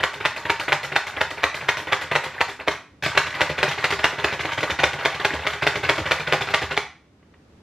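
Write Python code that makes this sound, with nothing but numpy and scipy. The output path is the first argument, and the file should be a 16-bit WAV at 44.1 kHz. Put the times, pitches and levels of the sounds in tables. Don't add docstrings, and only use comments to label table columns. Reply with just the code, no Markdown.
import sys
import numpy as np
from scipy import signal
from scipy.fft import rfft, irfft, next_fast_len
from scipy.io import wavfile

SR = 44100
rng = np.random.default_rng(int(sys.argv[2]) if len(sys.argv) > 2 else 0)


def log_audio(samples):
    frames = np.atleast_2d(samples).T
    limited = np.clip(frames, -1, 1)
    pcm = np.round(limited * 32767).astype(np.int16)
    wavfile.write(sys.argv[1], SR, pcm)


N = 336042
SIZE = 16384
FREQS = np.fft.rfftfreq(SIZE, 1 / SR) + 1
AGE = np.arange(SIZE) / SR
TIME = np.arange(N) / SR


def undb(db):
    return 10 ** (np.asarray(db) / 20)


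def unit(x):
    return x / np.sqrt(np.sum(x ** 2))


def along(points, hz):
    f, value = np.transpose(points)
    return np.interp(np.log(hz), np.log(f), value)


def causal(db):
    cepstrum = irfft(db * np.log(10) / 20)
    cepstrum[1:SIZE // 2] *= 2
    cepstrum[SIZE // 2 + 1:] = 0
    return np.exp(rfft(cepstrum))


def even(x, size, widen=0):
    spectrum = rfft(x, SIZE)
    bins = np.arange(len(FREQS))
    reach = (size + widen * bins).astype(int)
    low = np.maximum(bins - reach, 0)
    high = np.minimum(bins + reach, bins[-1])
    power = np.cumsum(abs(spectrum) ** 2)
    nearby_power = (power[high] - power[low]) / (high - low)
    return spectrum * causal(-10 * np.log10(nearby_power + 1e-12))


def through(x, response):
    return signal.fftconvolve(x, response)[:N]


def tint(x, points):
    return through(x, irfft(causal(along(points, FREQS))))


def add(track, s, sound):
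    start = max(int(s * SR), 0)
    track[start:start + len(sound)] += sound[:N - start]


# f/Hz, level/dB
AIR = [(25, -11.5), (45, -8.5), (75, 9.5), (130, 2.5), (280, 3.5), (700, -10), (2400, -20.5), (6000, -28.5),
       (12000, -42), (15000, -53)]
# t/s, level/dB
AIR_LEVEL = [(2.9, -54), (7.1, -56.5), (7.62, -52)]


def room_tone():
    hz = np.fft.rfftfreq(N, 1 / SR) + 1
    hush = irfft(rfft(rng.standard_normal(N)) * undb(along(AIR, hz)), N)
    level_db = np.interp(TIME, *np.transpose(AIR_LEVEL))
    return unit(hush) * np.sqrt(N) * undb(level_db)


# f/Hz, t/s
ROOM_T60 = [(70, 0.52), (200, 0.15), (500, 0.23), (1100, 0.4), (3000, 0.38), (7000, 0.35), (14000, 0.17)]
# f/Hz, level/dB
WET = [(80, -2), (300, -5), (1000, 2), (3000, -2.5), (7000, 8), (14000, 1)]


def echoes(early_db, late_db, early_s=0.012, build_s=0.0033):
    centres = np.geomspace(60, 15000, num=9)
    noise, tail = rfft(rng.standard_normal(SIZE)), 0
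    for k, hz in enumerate(centres):
        band = np.interp(np.log(FREQS), np.log(centres), np.arange(len(centres)) == k)
        fade = np.exp(-np.log(1000) * AGE / along(ROOM_T60, hz))
        tail = tail + irfft(noise * band) * fade
    tail = even(tail * (1 - np.exp(-AGE / build_s)), size=20)
    early = even(rng.standard_normal(SIZE) * (AGE > .002) * np.exp(-AGE / early_s), size=60)
    return irfft((undb(early_db) * early + undb(late_db) * tail) * causal(along(WET, FREQS)))


def kitchen(sound, direct, early_db, late_db):
    arm = 2 * np.pi * 1.1 * TIME
    body = 2 * np.pi * .37 * TIME
    shares = [a * b for a in (np.cos(arm), np.sin(arm)) for b in (np.cos(body), np.sin(body))]
    reflected = sum(through(sound * share, echoes(early_db, late_db)) for share in shares)
    return direct * sound + reflected


# f/Hz, level/dB
SHELL = [(30, -41), (50, -29.5), (100, -8), (230, -14), (500, -6.5), (1000, -2), (2100, 2), (3500, -7),
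         (5000, -16.5), (7000, -26), (9000, -35), (12500, -35.5), (15000, -44.5)]
# f/Hz, width/Hz (a floor widens narrow ones), level/dB above the broad colour
MODES = [(73.4, 31, 13.5), (137, 25, 7), (154.8, 20.7, 8), (312, 36, 8), (406.5, 64, 11.5), (522, 39, 7.5),
         (603, 38, 7), (657, 75, 4), (821, 150, 5.5), (930, 26, 5.5), (1060, 81, 2.5), (1170, 34, 1.5),
         (1177, 40, 2.5), (1454, 45, 3.5), (1507, 20, 4.5), (1650, 34, 3.5), (1776, 32, -1),
         (1855, 45, 1.5), (1990, 59, 4), (2350, 75, 1), (3570, 110, 3), (4220, 320, 1.5), (4680, 43, -3)]


def housing():
    damping = .036
    db = along(SHELL, FREQS)
    for hz, width, peak_db in MODES:
        db = db + peak_db / (1 + (2 * (FREQS - hz) / max(width, damping * hz)) ** 2)
    response = causal(db)
    clack = (FREQS > 700) & (FREQS < 3000)
    return irfft(response) / np.sqrt(np.sum(irfft(response * clack) ** 2))


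def clatter(spread_db, grain_s, count=14):
    centres = np.geomspace(300, 15000, num=count)
    size = next_fast_len(N)
    noise, hz = rfft(rng.standard_normal(size)), np.fft.rfftfreq(size, 1 / SR)
    out = 0
    for k in range(count):
        band = irfft(noise * np.interp(hz, centres, np.arange(count) == k), size)[:N]
        sizes = undb(spread_db * np.minimum(rng.exponential(size=SIZE), 4))
        sparks = np.interp(TIME / grain_s, np.arange(SIZE), sizes)
        out = out + band * unit(sparks)
    return unit(out) * np.sqrt(N)


def stretch(stream):
    start = rng.integers(N - SIZE)
    return stream[start:start + SIZE]


ZONES_HZ = [170, 450, 1200, 2800, 5600, 11000]


def weigh(force, db, thump_db, body_db, bite_db, treble_db, sizzle_db):
    zones_db = [thump_db, body_db, 0, bite_db, treble_db, sizzle_db]
    colour = np.interp(np.log(FREQS), np.log(ZONES_HZ), zones_db)
    pattern = even(force, size=30, widen=.25) * np.sqrt(.03 * SR)
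    return irfft(pattern * causal(colour + db))


THUMP_SHARE = 0.66


def weighted(colour, weight_db):
    return np.add(colour, [THUMP_SHARE * weight_db, weight_db, 0, 0, 0])


# sleeve rubbing starts t/s, rubbing begins to fade t/s,
#   sleeve rubbing level/dB, spring rattle decay t/s, build-up of the crunch t/s
BOUTS = [(0, 2.4, -38, 0.028, 0.016), (3.035, 6.74, -31, 0.017, 0.0033)]


def bout_at(s):
    return int(s > BOUTS[1][0])


# f/Hz, level/dB
SLEEVE = [(100, 2), (450, -1), (1200, 0.5), (2300, 0), (5600, -3.5), (11000, -0.5)]


def rubbing(stream, jerk_db=2.0, rest_db=-9, rest_after_s=0.13, rest_s=0.041, release_s=.02):
    steps = np.arange(0, TIME[-1], .008)
    jerks = np.interp(TIME, steps, rng.standard_normal(len(steps)))
    rest = sum(np.exp(-((steps - row[0] - rest_after_s) / rest_s) ** 2) for row in STROKES)
    pressure = 0
    for start, fade_from, db, *_ in BOUTS:
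        release = np.exp(-np.maximum(TIME - fade_from, 0) / release_s)
        pressure = pressure + undb(db) * (TIME >= start) * release
    scrape = unit(tint(stream, SLEEVE) * undb(jerk_db * jerks)) * np.sqrt(N)
    return scrape * pressure * undb(rest_db * np.interp(TIME, steps, rest))


def rattles(table, stream, rise_s, gain_db):
    track = np.zeros(N)
    for s, db, *colour, rattle_s in table:
        force = stretch(stream) * (1 - np.exp(-AGE / rise_s)) * np.exp(-AGE / max(rattle_s, .002))
        add(track, s - .001, weigh(force, db + gain_db, *colour))
    return track


# t/s, level/dB before the rattle gain
LIFTS = [(7.228, -60.5), (7.339, -55)]
# thump, body, bite, treble, sizzle, each level/dB
LIFT_COLOUR = (-1, 0, 0, -16, -16)
LIFT_RATTLE_S = 0.0053


def lifts():
    return [(s, db, *LIFT_COLOUR, LIFT_RATTLE_S) for s, db in LIFTS]


# t/s, level/dB before the rattle gain, extra weight level/dB, decay t/s
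KNOCKS = [(3.025, -31.5, 2.5, 0.0068), (3.035, -22.5, -3.5, 0.028), (3.062, -25.5, 7.5, 0.0047),
          (3.306, -36, -4, .0036), (3.679, -26, 0, 0.017), (3.809, -38, -9, .007), (3.905, -25, 0, 0.0074),
          (4.408, -32, -13, 0.0068), (4.607, -30.5, 0.5, 0.011), (5.327, -42, 13, 0.014),
          (5.958, -34, 2, 0.0044), (6.505, -33, 5, 0.0071)]
# thump, body, bite, treble, sizzle, each level/dB
KNOCK_COLOUR = (7.5, 1, 4, 8, 7.5)


def knocks():
    return [(s, db, *weighted(KNOCK_COLOUR, weight_db), rattle_s) for s, db, weight_db, rattle_s in KNOCKS]


# thump, body, bite, treble, sizzle, each level/dB
SPRING_COLOUR = [(3, 1.1, 1.3, 5.4, 7.5), (11, 4.8, 4.2, 5.2, 4.3)]


def returns():
    events = []
    for s, *_, lag, db, weight_db in STROKES:
        bout = bout_at(s)
        events.append((s + lag, db, *weighted(SPRING_COLOUR[bout], weight_db), BOUTS[bout][3]))
    return events


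# thump, body, bite, treble, sizzle, each level/dB
PALM_COLOUR = [(6, 3.8, 2.5, -5.5, 0), (7.5, 1.9, 2.3, 1, -2)]
PALM_RATTLE_SHARE = 0.23


def slaps():
    events = []
    for s, *_, push_s, db, _, _, _ in STROKES:
        events.append((s - push_s, db, *PALM_COLOUR[bout_at(s)], PALM_RATTLE_SHARE * push_s))
    return events


def blow(stream, ring_db):
    clack_s, ring_s = .003, .01
    clack = unit(stretch(stream) * np.exp(-AGE / clack_s))
    ring = unit(stretch(stream) * np.exp(-AGE / ring_s))
    return clack + undb(ring_db) * ring


# later by t/s, level/dB, extra weight level/dB
STROKES = [(0.0325, -17.5, -0.5, .005, 9, 0.033, -30.5, .101, -34, 2.5),
           (0.252, -17, -2, .005, 3.5, 0.05, -32, 0.11, -30.5, 2),
           (0.497, -17.5, 1.5, .004, 5.5, .045, -29.5, 0.1, -26, -3),
           (0.7215, -16, -0.5, .006, 4, .042, -25, 0.11, -28.5, -1),
           (0.9576, -16, -1, .005, 8.5, 0.039, -30, 0.11, -30.5, -3),
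           (1.2089, -18.5, 1.5, 0.0044, 8.5, 0.043, -30.5, .096, -31.5, 2.5),
           (1.4335, -16, 0, .006, 6, 0.062, -34.5, 0.11, -28.5, -1.5),
           (1.6856, -16, -2, .004, 9, 0.077, -33.5, 0.085, -28, 1.5),
           (1.924, -17, 0, .0066, 0, 0.053, -31.5, 0.088, -29.5, -1),
           (2.1538, -17, 2.5, .006, 0.5, 0.04, -23.5, 0.084, -29, 2.5),
           (2.4073, -17, 2.5, .005, 8.5, 0.065, -42, 0.076, -32.5, 1.5),
           (2.676, -19, 8, .006, 7, 0.084, -34, .035, -32, -1),
           (3.1743, -14.5, -4.5, 0.0021, 7.5, .024, -31.5, 0.092, -32.5, -4),
           (3.4081, -18.5, -1, .007, 1.5, 0.064, -31, 0.088, -30.5, 7.5),
           (3.6297, -19, 2.5, .004, -3.5, .05, -25.5, 0.083, -28.5, -6.5),
           (3.8419, -19.5, -4, .004, -4, 0.066, -30, .082, -26, 2),
           (4.0423, -16.5, -2.5, .006, -11, .053, -28.5, 0.084, -41.5, 11),
           (4.2421, -20.5, 3, .003, 8, 0.059, -28, 0.084, -30, 4),
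           (4.4495, -30, 7.5, .005, 6.5, 0.057, -28.5, 0.069, -29.5, -8),
           (4.6307, -25.5, 6.5, .005, -1, 0.055, -26, 0.069, -25, -2),
           (4.8347, -16.5, 1, .0045, 1.5, .046, -23, .097, -31.5, 0),
           (5.0513, -19.5, 2, .0056, 1.5, .065, -32.5, 0.094, -32.5, -2),
           (5.248, -19, -1, .003, 2.5, 0.05, -28.5, 0.089, -30, 7.5),
           (5.467, -22.5, -4, .004, 7, 0.079, -34, 0.067, -32.5, -4),
           (5.6671, -18, 1, .006, 0.5, .0455, -23.5, 0.089, -28, 2),
           (5.891, -17.5, 0, 0.0048, 4.5, 0.061, -25, 0.089, -28, 7),
           (6.1108, -18, -1, .007, 4.5, 0.055, -26.5, 0.087, -31, 0.5),
           (6.3246, -18.5, 3.5, .009, 0.5, 0.054, -27, .085, -26.5, -1),
           (6.5393, -17.5, -4.5, 0.0049, 4.5, .068, -30.5, 0.078, -28.5, 3.5),
           (6.7684, -21, 0, .007, 9, .06, -27.5, 0.062, -48, 5)]
# thump, body, bite, treble, sizzle, each level/dB
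CHOP_COLOUR = [(-3.5, -0.1, 1, -1, -1), (2, 5, 3.5, 2.5, 1.5)]


def chops(ring_db=-8, crunch_db=-10, crunch_s=0.0039, bounce_db=-8, bounce_s=0.0057):
    track = np.zeros(N)
    lead = .008
    stream = clatter(spread_db=2, grain_s=.001)
    for s, db, weight_db, delay, second_db, *_ in STROKES:
        bout = bout_at(s)
        *_, build_s = BOUTS[bout]
        crush = np.exp(np.minimum((AGE - lead) / build_s, (lead - AGE) / crunch_s))
        force = undb(crunch_db) * unit(stretch(stream) * crush)
        bounce = delay + bounce_s * rng.uniform(.6, 1.4)
        for after, hit_db in ((0, 0), (delay, second_db), (bounce, bounce_db)):
            wait = int((lead + abs(after)) * SR)
            force += undb(hit_db) * np.pad(blow(stream, ring_db), (wait, 0))[:SIZE]
        add(track, s - lead, weigh(force, db, *weighted(CHOP_COLOUR[bout], weight_db)))
    return track


# f/Hz, level/dB
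WIDTH = [(60, -50), (150, -37.5), (350, -28.5), (600, -40.5), (1300, -40.5), (2400, -22), (3300, -11.5),
         (4200, -3.5), (6000, -3.5), (8500, 3), (15000, 8.5)]
# f/Hz, level/dB
AIR_WIDTH = [(60, -33.5), (250, -15.5), (1000, -3.5), (4000, 0.5), (12000, -0.5)]
RIGHT_LEAD_S = 0.000012


def scene():
    loose = clatter(spread_db=5, grain_s=.003)
    force = rubbing(loose)
    force += rattles(slaps(), loose, rise_s=0.0059, gain_db=0.5)
    force += rattles(returns(), loose, rise_s=0.00088, gain_db=0.0)
    force += rattles(knocks() + lifts(), loose, rise_s=0.00098, gain_db=-2.5)
    blows = through(chops(), housing())
    sound = undb(-1.15) * (blows + through(force, housing()))
    mid = kitchen(sound, 1, early_db=-15.5, late_db=-6) + room_tone()
    side = tint(kitchen(sound, .25, early_db=-6, late_db=-7), WIDTH)
    side += tint(room_tone(), AIR_WIDTH)
    side += RIGHT_LEAD_S / 2 * SR * np.gradient(blows)
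    pan_db = -0.4
    left = undb(pan_db / 2) * (mid - side)
    right = undb(-pan_db / 2) * (mid + side)
    return np.array([left, right])


TOP_HZ = 15500


def record(dry):
    ceiling = 1.25
    rounded = ceiling * np.tanh(dry / ceiling)
    return signal.sosfilt(signal.ellip(10, .2, 80, TOP_HZ, fs=SR, output="sos"), rounded)


dry = scene()
out = record(dry)
log_audio(out)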